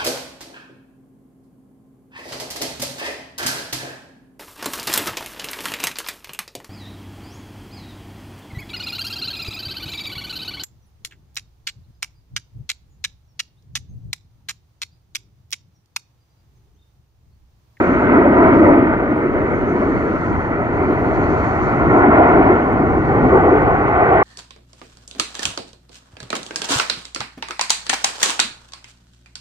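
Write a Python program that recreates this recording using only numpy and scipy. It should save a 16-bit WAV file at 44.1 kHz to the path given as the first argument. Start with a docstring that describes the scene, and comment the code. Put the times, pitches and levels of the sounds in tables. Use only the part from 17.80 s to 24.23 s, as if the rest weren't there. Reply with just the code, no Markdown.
"""Jet formation over an airfield

Jet fighters wheel high overhead, heard at two microphones. The exhaust roar is shaped noise that swells in
waves, dulled by the long air path and hollowed by a ground echo. Under it: deep rumble noise, wind buffeting
and hiss that follow one breeze curve, a thin wavering sine, and faint short bursts of high noise."""
import sys
import numpy as np
from scipy import signal
from scipy.fft import rfft, irfft
from scipy.io import wavfile
from scipy.ndimage import uniform_filter1d, minimum_filter1d

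SR = 44100
rng = np.random.default_rng(int(sys.argv[2]) if len(sys.argv) > 2 else 0)


def wav_record(signal):
    """Record a signal, one row per channel, as 16-bit PCM in the file named by sys.argv[1]."""
    frames = np.transpose(np.atleast_2d(signal))
    bounded = np.clip(frames, -1, 1)
    # unit amplitude maps onto the largest positive 16-bit level
    quanta = np.round(bounded * 32767).astype(np.int16)
    wavfile.write(sys.argv[1], SR, quanta)


N = 283563

FRAME, HOP = 1024, 256  # samples
TIME_S = np.arange(N) / SR
FRAME_S = np.arange(N // HOP + 5) * HOP / SR
BIN_HZ = np.fft.rfftfreq(FRAME, 1 / SR)

# roar registers boom, rush, rasp: low edge f/Hz, high edge f/Hz
REGISTERS_HZ = [(170, 500), (500, 1100), (1100, 3000)]
# roar spectrum, falling steeply where the air absorbs it: f/Hz, relative density/dB
ROAR_COLOUR = [(110, -23.5), (190, -5), (280, 2), (400, -0.9), (500, -5.5), (700, -7), (830, -9.5),
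               (980, -10), (1170, -12.5), (1420, -10.5), (1640, -19.5), (1900, -16), (2230, -22),
               (2480, -31), (2800, -36.5), (3400, -49), (5000, -65), (8000, -93.5), (11000, -125)]
# rumble spectrum: f/Hz, relative density/dB
RUMBLE_COLOUR = [(8, -60.5), (22, -29), (42, -9), (64, 3), (100, 1.5), (140, -2), (190, -4.5), (300, -22.5),
                 (700, -53), (5000, -125)]
# wind-buffeting spectrum: f/Hz, relative density/dB
GUST_COLOUR = [(8, -46.5), (22, -7.5), (55, 0.5), (110, -0.5), (200, -5.5), (400, -17), (4000, -115)]
# hiss spectrum: f/Hz, relative density/dB
HISS_COLOUR = [(1500, -18.5), (3300, -4), (3900, -5), (4250, 1), (5200, -7.5), (6100, -2.5), (6800, -7.5),
               (7400, -7), (8200, -21), (9300, -15), (9800, -50), (13000, -80)]
# microphone pair: f/Hz, likeness/0-1, phase lead of left/rad, left minus right/dB
PORTS = [(35, 1, 0.6, 0.5), (130, 0.95, -0.64, -0.2), (340, 0.96, 0.06, 0.2), (520, 0.75, 0, 2),
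         (690, 0.88, -1.14, 0.8), (810, 0.95, -0.86, 0), (1020, 1, -1.63, -0.5), (1450, 0.91, -1.41, 0.6),
         (1710, 0.85, -2.5, -2), (2010, .7, -2, -2.5), (2420, 0.9, -2, -0.5), (2500, 0.3, -3, 3.5),
         (2820, 0.7, -3, 4.3), (3350, 0, 0, 0.5), (4400, 0.6, 1, 0), (5100, 0.6, 2.5, 6),
         (6000, .5, 1, -2.5), (7400, .5, 2.5, -4.5), (8400, 1, 3, 9)]
# low boom of the roar: t/s, level/dB before brief changes and eddies
BOOM = [(0, -18), (0.22, -16.5), (0.4, -12.5), (0.7, -11.5), (0.8, -9.5), (1.03, -13), (1.11, -19),
        (1.75, -19.5), (2.22, -17.5), (2.35, -23), (2.65, -24.5), (2.9, -21.5), (3.1, -18.5), (3.28, -19.5),
        (3.53, -19.5), (3.66, -25), (3.96, -19), (4.25, -15), (4.62, -14), (4.8, -18), (5.3, -19.5),
        (5.5, -16), (5.74, -14.5), (5.92, -21), (6.42, -19.5)]
# middle rush of the roar: t/s, level/dB before brief changes and eddies
RUSH = [(0, -22.5), (0.2, -24), (0.4, -19), (0.63, -13.5), (0.72, -18), (0.89, -15.5), (1.04, -22),
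        (1.35, -27.5), (2.4, -28), (2.86, -28.5), (3, -25), (3.5, -22), (3.95, -24), (4.22, -13.5),
        (4.42, -12), (4.7, -17), (4.8, -21), (5.25, -24), (5.52, -18.5), (5.76, -17), (5.97, -21),
        (6.42, -14.5)]
# rasp on top of the roar: t/s, level/dB before brief changes and eddies
RASP = [(0, -26), (0.22, -25.5), (0.35, -23), (0.48, -26), (0.62, -22.5), (0.9, -24), (1.25, -30.0),
        (2.65, -31.5), (3.3, -30), (3.98, -28), (4.35, -21), (4.68, -24), (5, -30.5), (5.25, -29.5),
        (5.6, -25.5), (6, -26), (6.25, -24), (6.42, -22)]
# boom slope, changing from wave to wave: t/s, slope/(dB per octave)
BOOM_TILT = [(0, -0.5), (0.75, -3), (1.5, 5), (2.4, -1), (3.1, 0.5), (4.2, -3), (5.0, -1.5), (5.6, 5),
             (6.4, 7.5)]
# ground echo, sooner on the whole as the jets sink: t/s, delay/ms, strength/0-1 before frequency limits
ECHO = [(0, 3.2, .15), (0.35, 3.2, .5), (0.65, 3.14, .64), (0.92, 3.22, .66), (1.2, 3.25, .28),
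        (2.3, 3.0, .12), (3.1, 2.95, .33), (3.95, 2.85, .25), (4.35, 2.87, .7), (4.8, 2.8, .3),
        (5.2, 2.68, .4), (5.7, 2.6, .46), (6.4, 2.65, .62)]
# brief level changes of roar and rumble: t/s, peak change/dB, centre f/Hz
BRIEF_CHANGES = [(0.037, 2.5, 430), (0.378, 4, 300), (0.462, 3, 450), (0.609, 3.5, 330), (0.713, 0, 180),
                 (0.81, -0.5, 71), (0.841, 3.5, 430), (0.893, 6, 570), (2.05, 7, 69), (3.008, 4, 453),
                 (3.109, 5.3, 290), (3.505, 6.5, 200), (4.075, 4, 180), (4.159, 4, 420), (4.283, 7.5, 240),
                 (4.408, 9.5, 504), (4.604, 5, 346), (5.436, 7.5, 210), (5.539, 8, 480), (5.684, 4.5, 397),
                 (5.745, 4.5, 260), (6.325, 8, 500)]
# rumble: t/s, level/dB before trim and brief changes
RUMBLE = [(0, -27), (0.43, -27.5), (0.72, -20), (0.95, -23), (1.45, -31.5), (1.8, -27), (2.65, -28),
          (3.5, -24), (3.75, -25.5), (4.05, -23), (4.65, -21), (4.8, -26.5), (5.45, -21.0), (5.95, -24.5),
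          (6.42, -24.5)]
# light breeze, as its hiss: t/s, level/dB before patches
BREEZE = [(0.03, -60), (0.4, -69), (0.85, -64), (1.01, -74), (1.76, -66.5), (1.9, -64), (2.56, -62),
          (2.74, -68.5), (3.59, -58), (4.13, -64), (4.19, -60), (4.24, -70.5), (4.64, -65), (5.0, -67),
          (5.33, -65), (5.7, -65.5), (6.3, -68.5)]
# faint short bursts of high noise: t/s, level/dB before trim and fade, centre f/Hz, width/Hz, left minus right/dB
BURSTS = [(3.116, -54, 12500, 800, -19), (3.196, -56, 12500, 1000, -15), (4.17, -56.5, 9000, 3500, 1),
          (4.482, -56, 5800, 1600, 14), (4.924, -56, 7500, 3200, 9), (5.606, -52, 7500, 4830, 7),
          (5.817, -53, 6200, 3000, 5)]

RUSH_TILT_DB_PER_OCT, RUSH_TILT_RISE_DB_PER_OCT_S = -2, 1.1  # rush brightens with time
BLUR_HZ, SCATTER_HZ = 270, 1700  # echo fades below / above these
CHANGE_S, CHANGE_CYCLES, CHANGE_OCTAVES = 0.011, 3.6, 0.8  # half-widths; the cycles make deep ones longer
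GUST_PEAK_DB, GUST_DB_PER_HISS_DB = -30.5, 0.28  # before lumps
WHINE_HZ, WHINE_DB = 9100, -79.5  # centre; rms before balance
CUTOFF_HZ = 13500


def gain_of(db):
    """Decibels to an amplitude factor."""
    return 10 ** (np.asarray(db) / 20)


def evened(x):
    """Scale to unit rms."""
    return x / np.sqrt(np.mean(x ** 2) + 1e-20)


def over_time(rows, t_s):
    """Interpolate each column of a time table at t_s."""
    knots_s, *columns = np.transpose(rows)
    return [np.interp(t_s, knots_s, column) for column in columns]


def over_bins(rows):
    """Interpolate each column of a spectrum table at every bin, on log frequency."""
    knots_hz, *columns = np.transpose(rows)
    return [np.interp(np.log(BIN_HZ + 1), np.log(knots_hz), column) for column in columns]


def patches(span_s, span_hz):
    """Smooth random field over time and frequency, unit rms."""
    shape = (len(FRAME_S), len(BIN_HZ))
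    field = np.fft.rfft2(rng.standard_normal(shape))
    along = np.fft.fftfreq(shape[0], HOP / SR)[:, None] * span_s
    across = np.fft.rfftfreq(shape[1], SR / FRAME) * span_hz
    field *= np.exp(-np.pi * (along ** 2 + across ** 2))
    field[0, 0] = 0  # zero mean
    return evened(np.fft.irfft2(field, shape))


def band_rms(field, lo_hz, hi_hz):
    """Band level per frame in the mean of the two microphones, from likeness and phase."""
    likeness, phase_rad, _ = over_bins(PORTS)
    shared = (1 + np.clip(likeness, 0, 1) * np.cos(phase_rad)) / 2
    in_band = (BIN_HZ >= lo_hz) * (BIN_HZ < hi_hz)
    return np.sqrt((field ** 2 * shared * in_band).sum(-1, keepdims=True))


def steady_noise(steadiness=0.53, span_frames=9, span_bins=7):
    """White-noise short-time spectra, chance swells partly levelled by local power."""
    white = rng.standard_normal((len(FRAME_S) - 1) * HOP)
    spectra = signal.stft(white, nperseg=FRAME, noverlap=FRAME - HOP)[2].T
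    power = uniform_filter1d(abs(spectra) ** 2, span_frames, 0)
    power = uniform_filter1d(power, span_bins, 1)
    spectra = spectra / power ** (steadiness / 2)
    return spectra / np.sqrt(np.mean(abs(spectra) ** 2))


def noise_at_ports(field):
    """Noise of the given short-time spectrum at two microphones, partly alike and phase-shifted."""
    likeness, phase_rad, balance_db = over_bins(PORTS)
    likeness = np.clip(likeness, 0, 1)
    left = steady_noise()
    right = likeness * left + np.sqrt(1 - likeness ** 2) * steady_noise()
    right = right * np.exp(-1j * phase_rad)
    pair = np.array([left * gain_of(balance_db / 2), right * gain_of(-balance_db / 2)])
    sound = signal.istft((pair * field).swapaxes(1, 2), nperseg=FRAME, noverlap=FRAME - HOP)[1]
    overlap_gain = np.sqrt(3 / 4)
    return overlap_gain * sound[:, :N]


def brief_changes_db():
    """Brief level changes of roar and rumble, Gaussian in time and in octaves about each centre."""
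    t_s = FRAME_S[:, None]
    change_db = 0
    for s, db, hz in BRIEF_CHANGES:
        in_time = np.exp(-((t_s - s) / (CHANGE_S + CHANGE_CYCLES / hz)) ** 2)
        in_pitch = np.exp(-(np.log2((BIN_HZ + 1) / hz) / CHANGE_OCTAVES) ** 2)
        change_db = change_db + db * in_time * in_pitch
    return change_db


def roar(flutter_db=0.84, flutter_s=0.016, patchy_db=1.46, patch_s=0.04, patch_hz=170,
         boom_hz=330, rush_hz=740, rasp_hz=1400):
    """Exhaust turbulence noise, combed by the ground echo and shaken by the moving air."""
    t_s = FRAME_S[:, None]
    delay_ms, strength = over_time(ECHO, t_s)
    lag_turns = BIN_HZ * delay_ms / 1000
    strength = strength * np.exp(-(BIN_HZ / SCATTER_HZ) ** 2)  # rough ground scatters treble
    strength = strength * (1 - np.exp(-(BIN_HZ / BLUR_HZ) ** 2))  # deep roar fills its lowest notch
    # direct sound plus echo: notches climb as the delay shortens
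    field = gain_of(over_bins(ROAR_COLOUR)[0]) * abs(1 + strength * np.exp(-2j * np.pi * lag_turns))

    boom_octaves = np.log2(np.clip(BIN_HZ, *REGISTERS_HZ[0]) / boom_hz)
    field = field * gain_of(over_time(BOOM_TILT, t_s)[0] * boom_octaves)
    rush_octaves = np.log2(np.clip(BIN_HZ, *REGISTERS_HZ[1]) / rush_hz)
    rush_tilt = RUSH_TILT_DB_PER_OCT + RUSH_TILT_RISE_DB_PER_OCT_S * t_s
    field = field * gain_of(rush_tilt * rush_octaves)

    # registers swell as the exhaust beams sweep past, each blending into its neighbours
    centres_hz = (boom_hz, rush_hz, rasp_hz)
    swell_db = 0
    for curve, edges_hz, own in zip((BOOM, RUSH, RASP), REGISTERS_HZ, np.eye(len(REGISTERS_HZ))):
        share = over_bins(list(zip(centres_hz, own)))[0]
        present_db = 20 * np.log10(band_rms(field, *edges_hz))
        swell_db = swell_db + share * (over_time(curve, t_s)[0] - present_db)

    # eddies on the way: broad flutter, narrow blooms
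    eddies_db = flutter_db * patches(flutter_s, 1300) + patchy_db * patches(patch_s, patch_hz)
    return noise_at_ports(field * gain_of(swell_db + brief_changes_db() + eddies_db))


def rumble(trim_db=-0.3, lumpy_db=0.2):
    """Deepest exhaust noise, nearly alike at both microphones."""
    colour = gain_of(over_bins(RUMBLE_COLOUR)[0])
    swell_db = over_time(RUMBLE, FRAME_S[:, None])[0] + lumpy_db * patches(0.027, 120)
    level_db = trim_db + swell_db + brief_changes_db()
    return noise_at_ports(colour / band_rms(colour, 20, 170) * gain_of(level_db))


def gusts(lumpy_db=7.5):
    """Breeze buffeting each microphone independently, in short puffs of low noise."""
    colour = gain_of(over_bins(GUST_COLOUR)[0])
    breeze_db = over_time(BREEZE, FRAME_S[:, None])[0]
    blow_db = GUST_PEAK_DB + GUST_DB_PER_HISS_DB * (breeze_db - breeze_db.max())
    puffs_db = lumpy_db * np.tanh(patches(0.07, 300))
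    field = colour / np.linalg.norm(colour) * gain_of(blow_db + puffs_db)
    return np.array([noise_at_ports(field)[port] for port in range(2)])  # fresh noise per side


def hiss(patchy_db=1.9):
    """Faint airy noise close by, swelling with the breeze."""
    colour = gain_of(over_bins(HISS_COLOUR)[0])
    swell_db = over_time(BREEZE, FRAME_S[:, None])[0] + patchy_db * patches(0.037, 900)
    return noise_at_ports(colour / band_rms(colour, 4170, 8000) * gain_of(swell_db))


def whine(waver_hz=16, flicker_db=4):
    """Thin sine, its pitch and level wandering with smoothed noise of the given rms."""
    drift, flicker = (evened(uniform_filter1d(noise, size=1200)) for noise in rng.standard_normal((2, N)))
    phase_rad = 2 * np.pi * np.cumsum(WHINE_HZ + waver_hz * drift) / SR
    tone = gain_of(flicker_db * flicker) * np.sin(phase_rad)
    balance_db = [[3], [-4]]  # left, right
    return gain_of(WHINE_DB) * evened(tone) * gain_of(balance_db)


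def high_bursts(rise_s=.0015, decay_s=0.0086, trim_db=0.5):
    """Faint short bursts of high noise, panned by level, with a fast rise and decay."""
    out = np.zeros((2, N))
    length = FRAME * 2
    hz = np.fft.rfftfreq(length, 1 / SR)
    age_s = TIME_S[:length]
    fade = (1 - np.exp(-age_s / rise_s)) * np.exp(-age_s / decay_s)
    for s, db, pitch_hz, width_hz, pan_db in BURSTS:
        band = np.exp(-((hz - pitch_hz) / width_hz) ** 2)
        burst = irfft(rfft(rng.standard_normal((2, length))) * band)
        placed = evened(burst * gain_of([[pan_db / 2], [-pan_db / 2]]))
        out[:, round(s * SR):][:, :length] += gain_of(trim_db + db) * placed * fade
    return out


def scene():
    """Sum of roar, rumble, buffeting, hiss, whine and high noise bursts."""
    return roar() + rumble() + gusts() + hiss() + whine() + high_bursts()


def record(dry, ceiling=0.98, low_cut_hz=21):
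    """Microphone bass loss, smooth peak limiter, softened ends, then the band limit."""
    dry = signal.sosfilt(signal.butter(2, low_cut_hz, "highpass", fs=SR, output="sos"), dry)
    allowed = np.minimum(1, ceiling / (abs(dry).max(0) + 1e-9))
    ease = signal.windows.hann(301)
    cut = signal.oaconvolve(1 - minimum_filter1d(allowed, size=301), ease / ease.sum(), "same")
    soft_ends = signal.windows.tukey(N, .0005)
    low_pass = signal.firwin(511, CUTOFF_HZ, window=("kaiser", 9), fs=SR)
    return signal.oaconvolve(dry * (1 - cut) * soft_ends, low_pass[None], "same", axes=1)


dry = scene()
out = record(dry)
wav_record(out)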